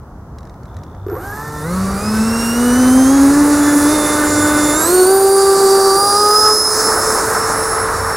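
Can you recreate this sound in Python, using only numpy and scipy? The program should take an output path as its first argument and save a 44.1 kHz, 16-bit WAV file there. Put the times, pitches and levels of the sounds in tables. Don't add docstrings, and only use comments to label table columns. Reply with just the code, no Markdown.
import sys
import numpy as np
from scipy import signal
from scipy.fft import rfft, irfft
from scipy.io import wavfile
from scipy.ndimage import uniform_filter1d, map_coordinates

SR = 44100
rng = np.random.default_rng(int(sys.argv[2]) if len(sys.argv) > 2 else 0)


def transcribe(signal):
    frames = np.atleast_2d(signal).T
    limited = np.clip(frames, -1, 1)
    pcm = np.round(limited * 32767).astype(np.int16)
    wavfile.write(sys.argv[1], SR, pcm)


def to_linear_factor(level_db):
    exponent = np.asarray(level_db, float) / 20
    return 10 ** exponent


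N = 359944
START_HZ, EASE, CRUISE_HZ = 56, 1.8, 324
PANEL_FADE_DB, PANEL_FADE_RATE = 1, 5
WHINE_FADE_DB, WHINE_FADE_RATE = 3, 7
FAR_LOSS_DB_PER_KHZ = 0.03
FAR_FROM_S = 5.95
DUCT_TOP_HZ, DUCT_TOP_DB_PER_KHZ = 15400, -22

# (time [s], shaft speed it settles at [Hz], time to get there [s])
THROTTLE = [(1.115, 134.1, .17), (1.3, 149.5, 0.2), (1.63, 181.9, .13), (1.72, 196.9, .28),
            (1.972, 216, 0.18), (2.165, 232.5, 0.34), (2.52, 245, 0.18), (2.72, 254, 0.15),
            (2.91, 261.5, 0.088), (3.05, 276, 0.13), (3.27, 291.3, .15), (3.865, 303, 0.084),
            (3.95, 297.5, 0.077), (4.735, 318, 0.13), (4.831, 368, 0.15), (5.045, 387, .09),
            (5.15, 391.5, .3), (5.449, 388.5, 0.67), (5.945, 405, .13), (6.14, 415.5, 0.078),
            (6.291, 426.5, 0.16), (6.5, 431, .2), (6.771, 437, .09), (6.96, 440.5, 0.22), (7.265, 446, .1),
            (7.4, 444.8, 0.52), (7.849, 450.5, .1)]
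# (time [s], level [dB])
HUM = [(1.08, -48), (1.6, -29.5), (1.74, -16.5), (1.9, -18.5), (2.2, -13.5), (2.43, -17), (2.85, -7),
       (3.3, -6), (3.48, -10), (3.85, -10), (4.13, -17), (4.57, -12.5), (4.78, -15.5), (4.93, -9.5),
       (5.7, -8.5), (6.4, -17), (6.7, -21), (8.16, -25.5)]
# (time [s], width [s], depth [dB])
HUM_NULLS = [(2.01, 0.034, -9), (3.05, 0.032, -1), (4.07, 0.045, -3), (4.83, 0.037, -10), (6.08, 0.1, -11),
             (6.63, 0.053, -7.5)]
# (beats a turn, level at cruise [dB], slope below cruise [dB per octave], change when away [dB])
OVERTONES = [
    (2, -20, 9, -2),
    (3, -28, 11, 24.5),
    (4, -24.5, 19, -15.5),
    (5, -31.5, 10, -9.5),
    (6, -28, 9, -21),
    (7, -31.5, 3.5, -3),
]
# (pitch [Hz], width [Hz], gain [dB])
AIRFRAME = [(348, 48, -1), (483.6, 23.3, 4), (531, 15, 2.5), (602, 24, -3.5), (800, 61, 4.5),
            (882, 46, -1.5), (1170, 210, -1.5), (1252.6, 70, 2.5), (1490, 140, 0), (1727, 71, -0.5),
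            (2090, 63, -1)]
# (boost of every third beat [dB], fade start [s], fade length [s])
COGGING = (8.8, 1.65, 0.4)
# (time [s], duration [s], gain [dB])
CASING_HIDDEN = (4.86, 0.042, -29)
# (time [s], duration [s], gain [dB])
PANELS_HIDDEN = (6.5, 0.066, -15)
# (time [s], duration [s], gain [dB])
CASING_FACES = (3.95, 0.61, 9.9)
# (beats a turn, level at cruise [dB], slope below cruise [dB per octave], change when away [dB])
BLADE_TONES = [
    (12, -36.5, 5, 24),
    (24, -28.5, 22.5, 8),
    (36, -26, 34, -8),
]
# (pitch [Hz], width [Hz], gain [dB])
DUCT = [(1000, 200, 10), (1550, 210, 7.5), (2800, 130, -2.5), (3580, 400, -2.5), (4200, 460, 1),
        (4780, 230, 1.5), (5094, 105, 10.5), (5700, 2100, 1.5), (7400, 4400, -1.5), (8650, 2870, 3.5),
        (11260, 482, -1.5), (14800, 2230, -5)]
# (time [s], gain [dB])
BEAM = [(1.08, -1.7), (1.6, -0.5), (2.1, -1), (2.4, 7.5), (3.2, -0.5), (3.45, -14), (3.75, 3.5), (4.8, 3),
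        (5.0, 4.2), (5.4, -0.5), (5.75, 0), (6.8, 2), (7.8, 1), (8.16, -4)]
# (time [s], level [dB])
UNEQUAL_BLADES = [(4.7, -80), (5.15, -32), (6.25, -29), (6.7, -80)]
# (time [s], pitch [Hz], level [dB])
WHISTLE = [(1.065, 11860, -52), (1.15, 11900, -43), (1.7, 11840, -47), (2.1, 11810, -51), (2.6, 11860, -37),
           (2.9, 12100, -44), (3.1, 12000, -54), (4.8, 11800, -52), (5.0, 11770, -71)]
# (time [s], level [dB], away [0-1])
FLOW = [(1.1, -34, 0.4), (1.25, -18, 0.28), (1.6, -13, 0.27), (1.72, -9.5, 0.06), (2.3, -5, 0),
        (2.95, -1, 0.04), (3.4, -0.5, 0.05), (3.95, 1.2, 0.05), (4.5, 0.5, 0), (4.9, 2.5, 0.11),
        (5.15, -1.5, 0.16), (5.65, 2.5, .4), (6.2, 2.5, 0.47), (6.7, 0, 0.57), (6.8, 3, 0.45),
        (7.1, 1.35, 0.31), (7.8, -4, 0.13), (8.16, -5.5, 0.2)]
# (level at full flow [dB], follow [dB per dB of flow], change when away [dB], drift once far [dB per s])
AIR_LAYERS = [
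    (-23, 1.09, -15.5, 0.5),
    (-22, 0.95, -9, 4.5),
    (-35, 0.8, -16.5, 0.5),
    (-26, 1.1, 2, -.3),
    (-26.5, 1.18, -0.5, 0.4),
]
AIR_TRIM_DB = (0, 1, 5.5, 0.0, 0.5)
AIR_CENTRES_HZ = (330, 1100, 2800, 5800, 11500)
# (pitch [Hz], density [dB per Hz])
AIR_COLOUR = [(100, -22.5), (200, -8), (420, 0), (700, -6), (1250, 0.5), (1800, -5.5), (2400, -14.5),
              (2900, -18.5), (3250, -24.5), (3700, -13.5), (5000, -8.5), (7500, -7.5), (10500, -4.5),
              (12500, -15.5), (16000, -16.5)]
# (boost [dB], t60 [s])
LURCH = (24.6, 1)
# (time [s], first cancelled pitch [Hz], share [0-1])
GROUND = [(4.6, 1571, 0.07), (5.0, 1796, 0.33), (5.5, 1940, 0.3), (5.8, 2262, 0.37), (6.2, 2378, 0.44),
          (6.5, 2980, 0.42), (7.0, 3403, 0.24), (8.16, 4367, 0)]
# (time [s], peak [dB], pitch [Hz], t60 [s], crack [dB])
JERKS = [(1.0647, -4.5, 380, 0.033, -31.5), (1.084, -13.5, 404, 0.15, -28), (1.0985, -22, 475, 0.077, -9),
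         (1.116, -12.5, 346, 0.13, -29), (1.128, -13.5, 423, 0.15, -29), (1.153, -18, 468, 0.056, -17),
         (1.166, -16.5, 514, 0.087, -19)]
# (time [s], peak [dB], pitch [Hz])
TICKS = [(0.0324, -52, 4180), (0.385, -33, 3920), (0.406, -43, 3810), (0.4304, -41, 3970),
         (0.4524, -41, 5340), (0.4723, -42, 3770), (0.4958, -38.5, 3700), (0.5412, -47, 3890),
         (0.6325, -41, 4440), (0.6554, -40, 3940), (0.6893, -49, 3530), (0.7437, -43, 5990),
         (0.7672, -32.5, 3900), (0.7881, -43, 5860), (0.835, -34, 5630), (0.8649, -48, 3470),
         (0.9482, -45, 3380)]
# (start [s], rate [Hz], pitch [Hz], level [dB], t60 [s])
LENS = (.682, 60.05, 3550, -47, .014)
# (pitch [Hz], gain [dB])
TICK_COLOUR = [(900, -24), (1800, 10.0), (2800, -11), (5500, -1), (14000, -22)]
# (pitch [Hz], gain [dB])
JERK_COLOUR = [(500, -17), (1300, 16), (2000, -11), (2800, -30), (5500, -12), (14000, -35)]
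# (time [s], level [dB])
FIELD = [(0, -34), (1.0, -32), (2.0, -27.5), (3.0, -28.5), (4.8, -30.5), (5.05, -40.5), (6.3, -38),
         (6.7, -38), (7.1, -33), (8.16, -29.5)]
# (pitch [Hz], density [dB per Hz])
FIELD_COLOUR = [(15, -40), (35, -10), (65, -5), (105, -7), (160, -11), (230, -16), (450, -23), (860, -24),
                (1300, -28), (1900, -44), (2500, -57.5), (4500, -57.5), (6000, -53.5), (7500, -59.5),
                (16000, -59.5)]
# (pitch [Hz], level [dB])
FAR_ENGINE = [(97, -11), (70.2, -17)]
# (pitch [Hz], left minus right [dB])
PORT_DB = [(100, 1.64), (700, -1.5), (1800, -0.5), (2400, 2), (4200, -3.5), (5500, -3), (8500, -7),
           (12000, -6.5), (15000, 3.5)]
# (pitch [Hz], lead of the left [rad])
PORT_RAD = [(4000, 0), (11000, -0.22), (12000, 0.33), (12600, 0.51), (14000, 0.93), (15800, 1.3)]
# (pitch [Hz], side minus mid [dB])
AIR_SIDE = [(300, -38), (2000, -22), (3000, -40), (7000, -20), (12000, -7), (16000, -21)]
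# (pitch [Hz], side minus mid [dB])
FIELD_SIDE = [(60, -29), (200, -29), (700, -16), (1300, -15), (2400, 2), (8000, -2), (15000, 0)]
# (time [s], shading by the camera body [dB], top octave difference [dB])
BEARING = [(0, -5.5, 2), (4.8, -3.5, 7.5), (5.1, -4.5, 2.5), (6.0, -6, 2), (6.5, -13, -1.5),
           (8.16, -14, -6)]
# (pitch [Hz], share [0-1])
SHADED_BAND = [(5200, 0), (6000, 1), (9800, 1), (11000, 0)]
# (pitch [Hz], share [0-1])
TOP_BAND = [(9800, 0), (11000, 1)]

T = np.arange(N) / SR
HZ = np.maximum(np.arange(N // 2 + 1) * SR / N, 1)


def columns(table):
    s, *rest = np.transpose(table)
    return [np.interp(T, s, c) for c in rest]


def shape(table):
    hz, value = np.transpose(table)
    return np.interp(np.log(HZ), np.log(hz), value)


def noise(gain):
    x = irfft(rfft(rng.standard_normal(N)) * gain, N)
    return x / np.std(x)


def walk(rate):
    hold = int(SR / rate)
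    steps = np.repeat(rng.standard_normal(N // hold + 1), hold)
    x = uniform_filter1d(uniform_filter1d(steps, hold), hold)[:N]
    return x / np.std(x)


def onset(s, rise_s):
    return np.clip((T - s) / rise_s, 0, 1)


def swing(s, over_s, db):
    return db * onset(s, over_s)


def tones(turns, orders, levels_db, flutter_db, rate, smear):
    out = 0
    for k, db in zip(orders, levels_db):
        flutter = flutter_db * (walk(rate) + walk(4 * rate)) / 2
        phase = 2 * np.pi * k * turns + smear * walk(rate) + k
        out = out + np.sqrt(2) * to_linear_factor(db + flutter) * np.sin(phase)
    return out


def ringing(modes, hz):
    return 10 * np.log10(sum(to_linear_factor(db) ** 2 / (1 + (2 * (hz - f) / w) ** 2) for f, w, db in modes))


def stack(rows, modes, hz, fade_db, rate):
    below = np.minimum(np.log2(hz / CRUISE_HZ), 0)
    away = columns(FLOW)[1]
    return [db + slope * below + away_db * away + ringing(modes, round(k) * hz) - fade_db * walk(rate) ** 2
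            for k, db, slope, away_db in rows]


def shaft():
    s, hz, rise = np.transpose(THROTTLE)
    change = np.diff(hz, prepend=START_HZ)
    return START_HZ + sum(d * (1 - (1 - onset(a, r)) ** EASE) for a, d, r in zip(s, change, rise))


def airframe_hum(shaft_hz, turns):
    cog_db = COGGING[0] * (1 - onset(*COGGING[1:]))
    shake_db = stack(OVERTONES, AIRFRAME, shaft_hz, PANEL_FADE_DB, PANEL_FADE_RATE)
    shake_db = [db + cog_db * (k % 3 == 0) for k, db in zip(range(2, 8), shake_db)]
    panels_db = [db + swing(*PANELS_HIDDEN) for db in shake_db[:3]]
    casing_db = [db + swing(*CASING_HIDDEN) for db in shake_db[3:]]
    casing_db[0] = casing_db[0] + swing(*CASING_FACES)
    nulls_db = sum(db * np.exp(-((T - s) / width) ** 2) for s, width, db in HUM_NULLS)
    hum_db = columns(HUM)[0] + nulls_db
    rotor = tones(turns, range(1, 5), [hum_db] + panels_db, flutter_db=2.0, rate=30, smear=0.18)
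    casing = tones(turns, range(5, 8), casing_db, flutter_db=4.5, rate=30, smear=0.74)
    return rotor + casing


def magnet_cogging(turns):
    level_db = -35 - 40 * onset(1.68, 0.17) - 12 * (T < 1.3)
    return tones(turns, [9], [level_db], flutter_db=2, rate=22, smear=0.6)


def blade_whine(shaft_hz, turns):
    speeding = uniform_filter1d(np.gradient(shaft_hz) * SR, size=2000)
    hunting = turns + (.004 + np.clip(speeding, 0, 400) / 6e4) * walk(120)
    far_db = -FAR_LOSS_DB_PER_KHZ * np.clip(T - FAR_FROM_S, 0, None) * shaft_hz / 1e3
    beam_db = columns(BEAM)[0]
    orders = (12, 24, 36)
    blades_db = []
    for k, db in zip(orders, stack(BLADE_TONES, DUCT, shaft_hz, WHINE_FADE_DB, WHINE_FADE_RATE)):
        top_db = DUCT_TOP_DB_PER_KHZ * np.clip(k * shaft_hz - DUCT_TOP_HZ, 0, None) / 1e3
        blades_db.append(db + beam_db + k * far_db + top_db)
    blades = tones(hunting, orders, blades_db, flutter_db=3.3, rate=75, smear=.55)
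    beside_db = columns(UNEQUAL_BLADES)[0] - 7
    beside = tones(hunting, (13, 23), [beside_db, beside_db], flutter_db=4, rate=70, smear=1.2)
    return blades + beside


def controller_whistle():
    hz, db = columns(WHISTLE)
    return tones(np.cumsum(hz) / SR, [1], [db], flutter_db=4, rate=60, smear=.9)


def motor(shaft_hz, turns):
    spinning = airframe_hum(shaft_hz, turns) + magnet_cogging(turns) + blade_whine(shaft_hz, turns)
    return onset(1.09, 0.034) * spinning + onset(1.065, .003) * controller_whistle()


def air_levels():
    flow_db, away = columns(FLOW)
    far_s = np.clip(T - FAR_FROM_S, 0, None)
    lurch_db = LURCH[0] * 1000. ** (-np.clip(T - FLOW[0][0], 0, None) / LURCH[1])
    return [db + follow * flow_db + away_db * away + far_db * far_s + lurch_db * (k < 2)
            for k, (db, follow, away_db, far_db) in enumerate(AIR_LAYERS)]


def air(turns, colour_db):
    gust, out = walk(9), 0
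    colour = to_linear_factor(shape(AIR_COLOUR))
    place = np.interp(np.log(HZ), np.log(AIR_CENTRES_HZ), range(5))
    for k, (db, trim_db) in enumerate(zip(air_levels(), AIR_TRIM_DB)):
        gain = np.cos(np.pi / 2 * np.clip(np.abs(place - k), 0, 1)) * colour
        coloured = gain * to_linear_factor(colour_db)
        loss = np.linalg.norm(coloured) / np.linalg.norm(gain)
        level = to_linear_factor(db + trim_db + 0.21 * gust + 0.98 * walk(20))
        out = out + loss * noise(coloured) * level
    return onset(1.08, 0.028) * out * (1 + 0.17 * np.sin(2 * np.pi * turns))


def ground(x):
    notch_hz, share = columns(GROUND)
    late = map_coordinates(x, [np.arange(N) - SR / (2 * notch_hz)], order=3)
    late = (late + uniform_filter1d(late, size=3)) / 2
    return (x + share * late) / np.sqrt(1 + share ** 2)


def add_mode(out, s, db, hz, t60):
    t = np.arange(int(t60 * SR)) / SR
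    i = int(s * SR)
    attack = np.minimum(t * hz / 1.9, 1)
    out[i:i + len(t)] += to_linear_factor(db) * np.sin(2 * np.pi * hz * t) * 1000. ** (-t / t60) * attack


def crack(s, db, t60, colour):
    return to_linear_factor(db) * colour * (T >= s) * 1000. ** (-np.clip(T - s, 0, 1) / t60)


def rotor_jerks(out):
    dull = noise(to_linear_factor(shape(JERK_COLOUR)))
    for s, db, hz, t60, crack_db in JERKS:
        add_mode(out, s, db, hz, t60)
        out += crack(s, db + crack_db + 6, .03, dull)


def servo_ticks(out):
    bright = noise(to_linear_factor(shape(TICK_COLOUR)))
    for s, db, hz in TICKS:
        add_mode(out, s, db - 8, hz, .025)
        out += crack(s, db - 4.0, 0.025, bright)


def lens_motor(out):
    start, rate, hz, db, t60 = LENS
    for s in np.arange(start, 2, 1 / rate):
        add_mode(out, s, db, hz, t60)


def knocks():
    out = np.zeros(N)
    rotor_jerks(out)
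    servo_ticks(out)
    lens_motor(out)
    return out


def field():
    colour = to_linear_factor(shape(FIELD_COLOUR))
    mid = noise(colour) * to_linear_factor(0.81 * walk(5.86))
    side = noise(colour * to_linear_factor(shape(FIELD_SIDE))) * to_linear_factor(-21.5)
    engine = sum(tones(hz * T, [1], [db], flutter_db=8, rate=5, smear=1.74) for hz, db in FAR_ENGINE)
    return to_linear_factor(columns(FIELD)[0] + 1.5) * (mid + engine + side * np.array([[1], [-1]]))


def scene():
    shaft_hz = shaft()
    turns = np.cumsum(shaft_hz) / SR
    jet = rfft(motor(shaft_hz, turns) + ground(air(turns, 0)) + knocks())
    left = to_linear_factor(shape(PORT_DB) / 2) * np.exp(.5j * shape(PORT_RAD))
    mid = irfft(jet * (left + 1 / left) / 2, N)
    side = jet * (left - 1 / left) / 2 + rfft(air(turns, shape(AIR_SIDE)))
    shaded, top = shape(SHADED_BAND), shape(TOP_BAND)
    shading_db, top_db = columns(BEARING)
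    side = (irfft(side * (1 - shaded - top), N)
            + to_linear_factor(shading_db) * irfft(side * shaded, N)
            + to_linear_factor(top_db) * irfft(side * top, N))
    return mid + side * np.array([[1], [-1]]) + field()


def band_limit(x):
    return signal.sosfilt(signal.butter(12, 16040, fs=SR, output="sos"), x)


def record(dry):
    rounded = np.tanh(0.56 * dry) / 0.64
    top_cut = signal.ellip(10, .2, 70, 16000, fs=SR, output="sos")
    mix = signal.sosfilt(top_cut, rounded)
    return band_limit(mix)


dry = scene()
out = record(dry)
transcribe(out)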